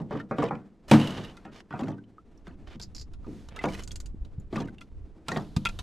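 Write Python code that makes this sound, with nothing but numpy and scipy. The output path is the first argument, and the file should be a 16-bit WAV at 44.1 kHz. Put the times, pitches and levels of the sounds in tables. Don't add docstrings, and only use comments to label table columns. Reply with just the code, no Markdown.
import sys
import numpy as np
from scipy import signal
from scipy.io import wavfile
from scipy.ndimage import uniform_filter1d, minimum_filter1d

SR = 44100
rng = np.random.default_rng(int(sys.argv[2]) if len(sys.argv) > 2 else 0)


def unload_audio(sound):
    columns = np.transpose(np.atleast_2d(sound))
    steps = np.round(np.clip(columns, -1, 1) * 32767)
    wavfile.write(sys.argv[1], SR, steps.astype(np.int16))


N = 256662
TIME = np.arange(N) / SR
RING = np.arange(26000) / SR
EDGE_HZ = 15500
BOOM_DB, BOOM_GROWTH = -27, 0.38

# (time [s], slap level [dB], spray level [dB], brightness [factor on colour frequencies])
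WAVES = [(0.001, -31.5, -57, 0.64), (0.108, -24.5, -54, 0.93), (0.15, -26.5, -65.5, 0.855),
         (0.31, -19, -49.5, 0.992), (0.384, -17.5, -43, .9), (0.429, -19, -37, 0.96),
         (0.507, -21.5, -62, 1.01), (1.172, -30, -44.5, 0.87), (1.45, -40, -55, 1.23),
         (1.707, -34, -54.5, 1.37), (1.737, -29.5, -57.5, 1.08), (1.792, -28, -44.5, 0.913),
         (1.834, -33, -47, 0.73), (1.882, -28.5, -45.5, 0.79), (2.469, -42.5, -50, 1.2),
         (3.266, -41.5, -61, 0.54), (3.639, -16.5, -33, 0.804), (4.527, -28.5, -49, .75),
         (4.558, -24.5, -36.5, 0.795), (4.602, -29.5, -41, 0.71), (5.287, -30, -41, 1),
         (5.317, -24, -34.5, 1.05), (5.362, -21.5, -33, 0.87)]
# (time [s], boom level [dB], crash level [dB])
KNOCKS = [(.913, 0, -1), (.936, -6.5, -11.5)]
# (frequency [Hz], level [dB], t60 [s])
HULL_MODES = [(108.26, -10.5, 0.69), (146.8, -4.5, 0.4), (195.3, -8, 0.74), (221.6, -3.5, 0.26),
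              (251.4, -13.5, 0.35), (305.73, -10, 0.3), (360, -10.5, 0.087), (506.6, -23.5, .35)]
# (frequency [Hz], level [dB], t60 [s])
LOOSE_GEAR_MODES = [(1933, -6.5, 0.013), (2736, 1, 0.025), (3000, 3.5, 0.024), (3887, -1, 0.023)]
# (frequency [Hz], level [dB])
RATTLE_COLOUR = [(500, 2.5), (2400, -5), (3300, -5.5), (5500, -9.5), (8500, -17.5)]
# (frequency [Hz], level [dB])
CLACK_COLOUR = [(200, 11.5), (900, 8.5), (2000, -2.5), (3800, 4), (5500, -3.5), (8000, -8.5),
                (12000, -12.5), (15500, -39)]


def amp(db):
    return 10 ** (np.asarray(db) / 20)


def evened(x):
    return x / np.sqrt(np.mean(x ** 2) + 1e-20)


def peaked(x):
    return x / (abs(x).max() + 1e-20)


def punch(x, size=900):
    return x / np.sqrt(uniform_filter1d(x ** 2, size).max() + 1e-20)


def add(mix, s, sound):
    part = mix[max(round(s * SR), 0):][:len(sound)]
    part += sound[:len(part)]


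def colour(x, points, size=8192):
    hz, db = np.transpose(points)
    bins = abs(np.fft.fftfreq(size, 1 / SR)) + 1
    roll_off = 20 * np.log2(np.maximum(bins / hz[-1], 1))
    gain_db = np.interp(np.log(bins), np.log(hz), db) - roll_off
    log_gain = np.log(amp(np.maximum(gain_db, -110)))
    impulse = np.fft.ifft(np.exp(np.conj(signal.hilbert(log_gain)))).real[:size // 2]
    window = np.cos(np.linspace(0, np.pi / 2, size // 2))
    return signal.fftconvolve(x, impulse * window)[:len(x)]


def noise(size=len(RING)):
    return rng.standard_normal(size)


def fade(t60):
    return np.exp(-np.log(1000) * RING / max(t60, .002))


def ring(modes, vary_db=0):
    spot = vary_db * noise(len(modes))
    out = 0
    for k, (hz, db, t60) in enumerate(modes):
        sine = np.sin((2 * np.pi * hz * RING).astype(np.float32))
        out = out + (-1) ** k * amp(db + spot[k]) * sine * fade(t60)
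    return out


def burst(t60, tail_db, tail_t60):
    return noise() * (fade(t60) + amp(tail_db) * fade(tail_t60))


def clumps(per_s, depth_db, size=N):
    knots = np.arange(0, size / SR + 1, 1 / per_s)
    swing = np.clip(noise(len(knots)), -2, 2)
    return evened(amp(depth_db * np.interp(TIME[:size], knots, swing)))


def ping_cloud(top_hz, spread_s, t60, count, glide=0):
    hz = rng.uniform(top_hz / 10, top_hz, (count, 1))
    late = rng.exponential(1, (count, 1)) * (np.arange(count)[:, None] % 2)
    t = np.maximum(RING[:len(RING) // 3] - spread_s * late, 0)
    turns = hz * t * (1 + glide * rng.random((count, 1)) * t / t60)
    decay = np.exp((-np.log(1000) * t / t60 - late / 2).astype(np.float32))
    pings = np.sin((2 * np.pi * turns).astype(np.float32)) * decay
    cloud = rng.choice([-1., 1.], count) @ pings
    return punch(np.pad(cloud, (0, len(RING) - t.shape[1])))


def panels():
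    panel_hz = [340, 427, 586, 703, 793, 910, 1090, 1215]
    return ring([(hz, 0, 0.1) for hz in panel_hz], vary_db=1)


def slap_boom_db(slap_db):
    return BOOM_DB + BOOM_GROWTH * slap_db


def slaps(slap_db=-11, spray_db=-2, plates_db=-4, panel_db=-17, churn_db=-8, rise_s=0.00014,
          rush_db=-13, rush_s=0.03, slap_t60_s=.18, dull_boom_db=9):
    # (frequency [Hz], level [dB])
    slap_colour = [(150, -32), (420, 1.5), (1250, -4.5), (1800, -13.5), (3000, -28), (7000, -45)]
    boom_colour = [(40, -30), (100, -5.5), (175, 1), (300, -1), (550, -19.5)]
    spray_colour = [(700, -5), (2000, -4.5), (4500, -14.5), (9500, -25)]
    out = np.zeros(N)
    squeeze = 1 - np.exp(-RING / rise_s)
    rush_size = round(rush_s * SR)
    for s, slap, spray, bright in WAVES:
        churn = punch(noise() * fade(2.5 * slap_t60_s))
        air = ping_cloud(top_hz=2500 * bright, spread_s=0.018, t60=slap_t60_s, count=30, glide=0.1525)
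        smack = punch(colour(air + amp(churn_db) * churn, np.array(slap_colour) * [bright, 1]))

        boom_db = slap_boom_db(slap) - dull_boom_db * np.log2(bright)
        hollow = punch(colour(noise() * fade(0.44), boom_colour))
        body = hollow + amp(plates_db) * punch(ring(HULL_MODES, vary_db=6.5))

        bunches = clumps(per_s=160, depth_db=10.5, size=len(RING))
        patter = punch(bunches * burst(t60=0.098, tail_db=-27, tail_t60=0.7))
        droplets = ping_cloud(top_hz=8050, spread_s=0.028, t60=0.034, count=30)
        drops = punch(colour(patter + droplets, spray_colour))

        blow = amp(slap + slap_db) * smack + amp(slap + panel_db) * punch(panels())
        add(out, s, squeeze * (blow + amp(boom_db) * body + amp(spray + spray_db) * drops))

        rush = evened(colour(noise(rush_size), spray_colour)) * np.linspace(0, 1, rush_size)
        add(out, s - rush_s, amp(spray + rush_db) * rush)
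    return out


def water(gurgle_db=-58, wake_db=-17, wake_s=0.06):
    gurgle_colour = [(50, -26), (190, 0.5), (320, -1), (550, -13), (1500, -26), (8000, -43)]  # (frequency [Hz], level [dB])
    stirred = np.zeros(N)
    stirs = [(s, slap_boom_db(slap)) for s, slap, _, _ in WAVES] + [(KNOCKS[0][0], -20)]
    for s, db in stirs:
        add(stirred, s, amp(db + wake_db) ** 2 * np.exp(-TIME[:SR] / wake_s))
    lumps = evened(colour(noise(N) * clumps(per_s=50, depth_db=3.0), gurgle_colour))
    return lumps * np.sqrt(amp(gurgle_db) ** 2 + stirred)


def placed(x, pan_db):
    return np.array([x * amp(pan_db / 2), x * amp(-pan_db / 2)])


def low_rumble(rumble_db=-1, apart=0.38):
    rumble_level = [(0.0, -58), (0.84, -65), (0.89, -47.5), (2.01, -67), (2.56, -46.5), (3.22, -40.5),
                    (3.4, -48.5), (4.05, -37), (4.88, -52.5), (4.97, -38), (5.24, -57.5), (5.72, -37.5)]
    rumble_colour = [(8, -6.5), (30, -2.5), (70, -6), (200, -27)]  # (frequency [Hz], level [dB])
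    shared, differing = (evened(colour(noise(N), rumble_colour)) for _ in range(2))
    gain = amp(rumble_db) * amp(np.interp(TIME, *np.transpose(rumble_level)))
    return gain * (placed(shared, pan_db=-1.5) + apart * np.array([differing, -differing]))


def rattle(per_s=260, slip=0.66, jitter=0.92, ring_db=-4, ring_growth=1.0):
    # (start [s], end [s], start level [dB], end level [dB], brightness [factor on colour frequencies])
    scrapes = [(0.087, 0.233, -51.5, -50.5, 0.57), (0.374, 0.503, -44, -51, 0.62),
               (0.878, 0.924, -50.5, -29, 1.3), (0.999, 1.336, -40.5, -51, 0.78),
               (1.512, 1.625, -49, -57, 0.81), (2.661, 2.766, -53, -50.5, 0.689),
               (3.499, 3.634, -56, -43, 0.43), (3.659, 3.847, -47, -49, 1.15)]
    out = np.zeros(N)
    hardest_db = max(row[2] for row in scrapes)
    for start, end, first_db, last_db, bright in scrapes:
        n = max(round((end - start) * SR), 2)
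        wander = evened(uniform_filter1d(noise(n), size=200))
        turns = np.cumsum(per_s * np.exp(jitter * wander)) / SR
        force = noise(n) * np.exp(-(turns % 1) / slip) * clumps(per_s=140, depth_db=4.5, size=n)
        scrape = evened(colour(force, np.array(RATTLE_COLOUR) * [bright, 1]))
        ringing = evened(signal.fftconvolve(force, ring(LOOSE_GEAR_MODES))[:n])
        slips = evened(scrape + amp(ring_db + ring_growth * (first_db - hardest_db)) * ringing)
        add(out, start, slips * amp(np.linspace(first_db, last_db, n)) * signal.windows.tukey(n, .3))
    return out


def gulps(rise=0.148, swell_s=0.00057, t60_at_1khz_s=0.053, t60_power=0.73):
    air_pockets = [(0.125, 399, -31), (0.388, 275, -22.5), (0.423, 1130, -24), (0.437, 436, -20.5),
                   (.508, 771, -27), (1.453, 731, -40), (1.738, 717, -31.5), (1.806, 746, -33),
                   (1.822, 246, -23), (1.891, 238, -29), (2.182, 1207, -42.5), (3.671, 760, -29),
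                   (4.528, 363.3, -30), (4.577, 1116, -28), (4.589, 250.7, -25.5), (4.648, 253.5, -33.5),
                   (5.318, 1770, -29)]
    out = np.zeros(N)
    for s, hz, db in air_pockets:
        t60 = t60_at_1khz_s * (10 ** 3 / hz) ** t60_power
        turns = np.cumsum(hz * (1 + rise * (1 - fade(t60 * 2)))) / SR
        envelope = fade(t60) * (1 - np.exp(-RING / swell_s))
        add(out, s, amp(db) * peaked(np.sin(2 * np.pi * turns) * envelope))
    return out


def taps(overtone=1.3, overtone_db=-9, click_db=-11, size=4000, t60_cycles=64, contact_t60_s=0.028):
    light_taps = [(.199, 1396, -32.5), (.486, 2421, -39), (0.552, 2380, -43.5), (1.726, 1460, -33.5),
                  (1.872, 1472, -39), (1.982, 1537, -49.5), (2.039, 3060, -57.5), (2.375, 5650, -59),
                  (3.245, 1200, -46), (3.566, 1310, -36.5), (3.59, 2029, -28), (3.685, 2280, -35),
                  (3.748, 1940, -34.5), (3.788, 2060, -43), (3.908, 3312, -38.5), (4.399, 7140, -55),
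                  (4.683, 1550, -41.5), (4.783, 2770, -43.5), (5.668, 2580, -20.5)]
    out = np.zeros(N)
    for s, hz, db in light_taps:
        over_hz = hz * overtone
        contact = noise(size) * fade(contact_t60_s)[:size]
        part = ring([(hz, 0, t60_cycles / hz), (over_hz, overtone_db, t60_cycles / over_hz)])[:size]
        ringing = peaked(signal.fftconvolve(contact, part)[:size])
        band = signal.butter(2, [hz / 2, min(hz * 2, EDGE_HZ)], "bandpass", fs=SR)
        click = peaked(signal.lfilter(*band, contact))
        add(out, s, amp(db) * peaked(ringing + amp(click_db) * click))
    return out


def knocks(lowest_hz=70, panel_db=-20):
    crash_colour = [(30, -17), (160, 11), (1200, -7), (2000, -14), (3000, -15.5), (9500, -32.5)]  # (frequency [Hz], level [dB])
    out, plates = np.zeros(N), peaked(ring(HULL_MODES))
    for s, boom_db, crash_db in KNOCKS:
        upper = ping_cloud(top_hz=3573, spread_s=0.013, t60=0.33, count=200)
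        contacts = burst(t60=0.081, tail_db=-21.0, tail_t60=0.91)
        crash = peaked(colour(amp(-26.5) * upper + contacts, crash_colour))
        boom = plates + amp(panel_db) * peaked(panels())
        add(out, s, amp(boom_db) * boom + amp(crash_db) * crash)
    return signal.sosfilt(signal.butter(2, lowest_hz, "highpass", fs=SR, output="sos"), out)


def jolts(crack_db=1):
    landings = [(0.998, -26.5), (1.012, -25.5), (1.044, -34), (1.072, -26.5), (1.106, -31), (1.247, -37)]  # (time [s], level [dB])
    out = np.zeros(N)
    for s, db in landings:
        chatter = noise() * fade(.045)
        gear = ring(LOOSE_GEAR_MODES, vary_db=3)
        ringing = peaked(signal.fftconvolve(chatter, gear)[:len(RING)])
        crack = peaked(colour(chatter, CLACK_COLOUR))
        add(out, s, amp(db) * peaked(ringing + amp(crack_db) * crack))
    return out


def clacks(ring_lag_s=.004):
    # (time [s], crack level [dB], crack t60 [s], ring level relative to crack [dB])
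    contacts = [(1.369, -41.5, 0.038, -2), (2.798, -35.5, 0.038, -24), (3.135, -47, 0.051, -9),
                (3.487, -36, 0.0188, -20), (3.562, -35, 0.038, -17), (4.249, -47.5, 0.037, -23),
                (4.809, -42.5, 0.078, 4), (5.284, -19.5, 0.013, -10), (5.564, -23.5, 0.033, -16),
                (5.652, -18.5, 0.048, 3), (5.689, -28, 0.035, -6.5), (5.789, -29, 0.058, -27)]
    tackle_modes = [(1365, 12, 0.048), (2061, 10, 0.023), (2494, 11, 0.0288), (2740, 1, 0.079),
                    (3360, 4, 0.025)]
    out = np.zeros(N)
    for s, db, t60, ring_db in contacts:
        clink = ping_cloud(top_hz=9314, spread_s=0.0035, t60=t60, count=40)
        crack = punch(burst(t60, tail_db=-24.5, tail_t60=0.97))
        add(out, s, amp(db) * peaked(colour(crack + clink, CLACK_COLOUR)))
        metal = signal.fftconvolve(noise() * fade(0.015), ring(tackle_modes, vary_db=3.0))
        add(out, s + ring_lag_s, amp(db + ring_db) * peaked(metal))
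    return out


def thuds(lead_s=.03):
    # (time [s], push level [dB], push width [s], hull boom level [dB])
    pushes = [(2.756, -37.5, 0.0013, -34.5), (4.146, -31.5, 0.0011, -60), (4.223, -25, 0.00572, -56.5),
              (4.386, -24, 0.00228, -38.5), (5.571, -12, 0.001768, -23)]
    out, plates = np.zeros(N), peaked(ring(HULL_MODES))
    for s, db, push_s, boom_db in pushes:
        u = (RING - lead_s) / push_s
        add(out, s - lead_s, amp(db) * (1 - u ** 2) * np.exp(-u ** 2 / 2))
        add(out, s, amp(boom_db) * plates)
    return out


def reel(snap_db=-1, brake_order=7, count=6):
    # (start [s], length [s], tick level [dB], nominal tick gap [s])
    pulls = [(2.815, .0192, -31, .0096), (2.9487, .0645, -35, .016)]
    pawl_modes = [(1460, -2.5, 0.117), (2810, 1, 0.031), (4660, 16, 0.014), (6374, 15, 0.018),
                  (7120, 15, 0.026)]
    # (frequency [Hz], level [dB])
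    drag_colour = [(3400, -17.5), (4400, -1), (5000, 3.5), (6400, -9.5), (7200, -4.5), (8200, -21),
                   (15000, -35.5)]
    fizz_colour = [(1200, -9.5), (7500, 0), (14000, -22.5)]
    crank_start_s, pawl_gap_s, last_delay_s = 3.8356, .0405, .0209
    pawl_db, pawl_ends_db = -33, -5.5
    out = np.zeros(N)
    for s, length, db, gap in pulls:
        for delay in np.linspace(0, length, 1 + round(length / gap)):
            tick = peaked(colour(burst(t60=0.0019, tail_db=-9.5, tail_t60=0.073), drag_colour))
            add(out, s + delay, amp(db) * tick)
    for k, turn in enumerate(np.linspace(0, 1, count)):
        s = crank_start_s + k * pawl_gap_s + last_delay_s * turn ** brake_order
        snap = peaked(colour(burst(t60=0.0419, tail_db=-16.5, tail_t60=0.13), fizz_colour))
        click = peaked(ring(pawl_modes, vary_db=-2.5)) + amp(snap_db) * snap
        add(out, s, amp(pawl_db + pawl_ends_db * (2 * turn - 1) ** 2) * click)
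    return out


def swish(start_s=3.22, length_s=0.3, swish_db=-62.0, bright=1.187):
    out, n = np.zeros(N), round(length_s * SR)
    hiss = evened(colour(noise(n), np.array(RATTLE_COLOUR) * [bright, 1]))
    add(out, start_s, amp(swish_db) * hiss * np.sin(np.linspace(0, np.pi, n)))
    return out


def scatter(x, t60, db):
    tails = rng.standard_normal((2, len(RING))) * fade(t60) * (RING > .003)
    echoes = signal.fftconvolve(x[None], tails / np.linalg.norm(tails[0]), axes=1)[:, :N]
    return amp(db) * echoes


def scene():
    sea = slaps() + gulps() + water()
    hull = knocks() + thuds()
    gear = clacks() + taps() + jolts() + reel() + rattle() + swish()
    direct = placed(sea, pan_db=0.0) + placed(hull, pan_db=0.33) + placed(gear, pan_db=-1.5)
    sea_echo = scatter(sea, t60=0.074, db=-13.5)
    hull_echo = scatter(hull, t60=0.027, db=-29.0)
    gear_echo = scatter(gear, t60=0.034, db=-9.5)
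    return direct + sea_echo + hull_echo + gear_echo + low_rumble()


def record(dry, ceiling=0.66):
    allowed = ceiling / np.maximum(abs(dry).max(0), ceiling)
    limited = dry * uniform_filter1d(minimum_filter1d(allowed, size=400), size=300)
    low_pass = signal.firwin(511, EDGE_HZ, window=("kaiser", 9), fs=SR)
    return signal.oaconvolve(limited, low_pass[None], "same")


dry = scene()
out = record(dry)
unload_audio(out)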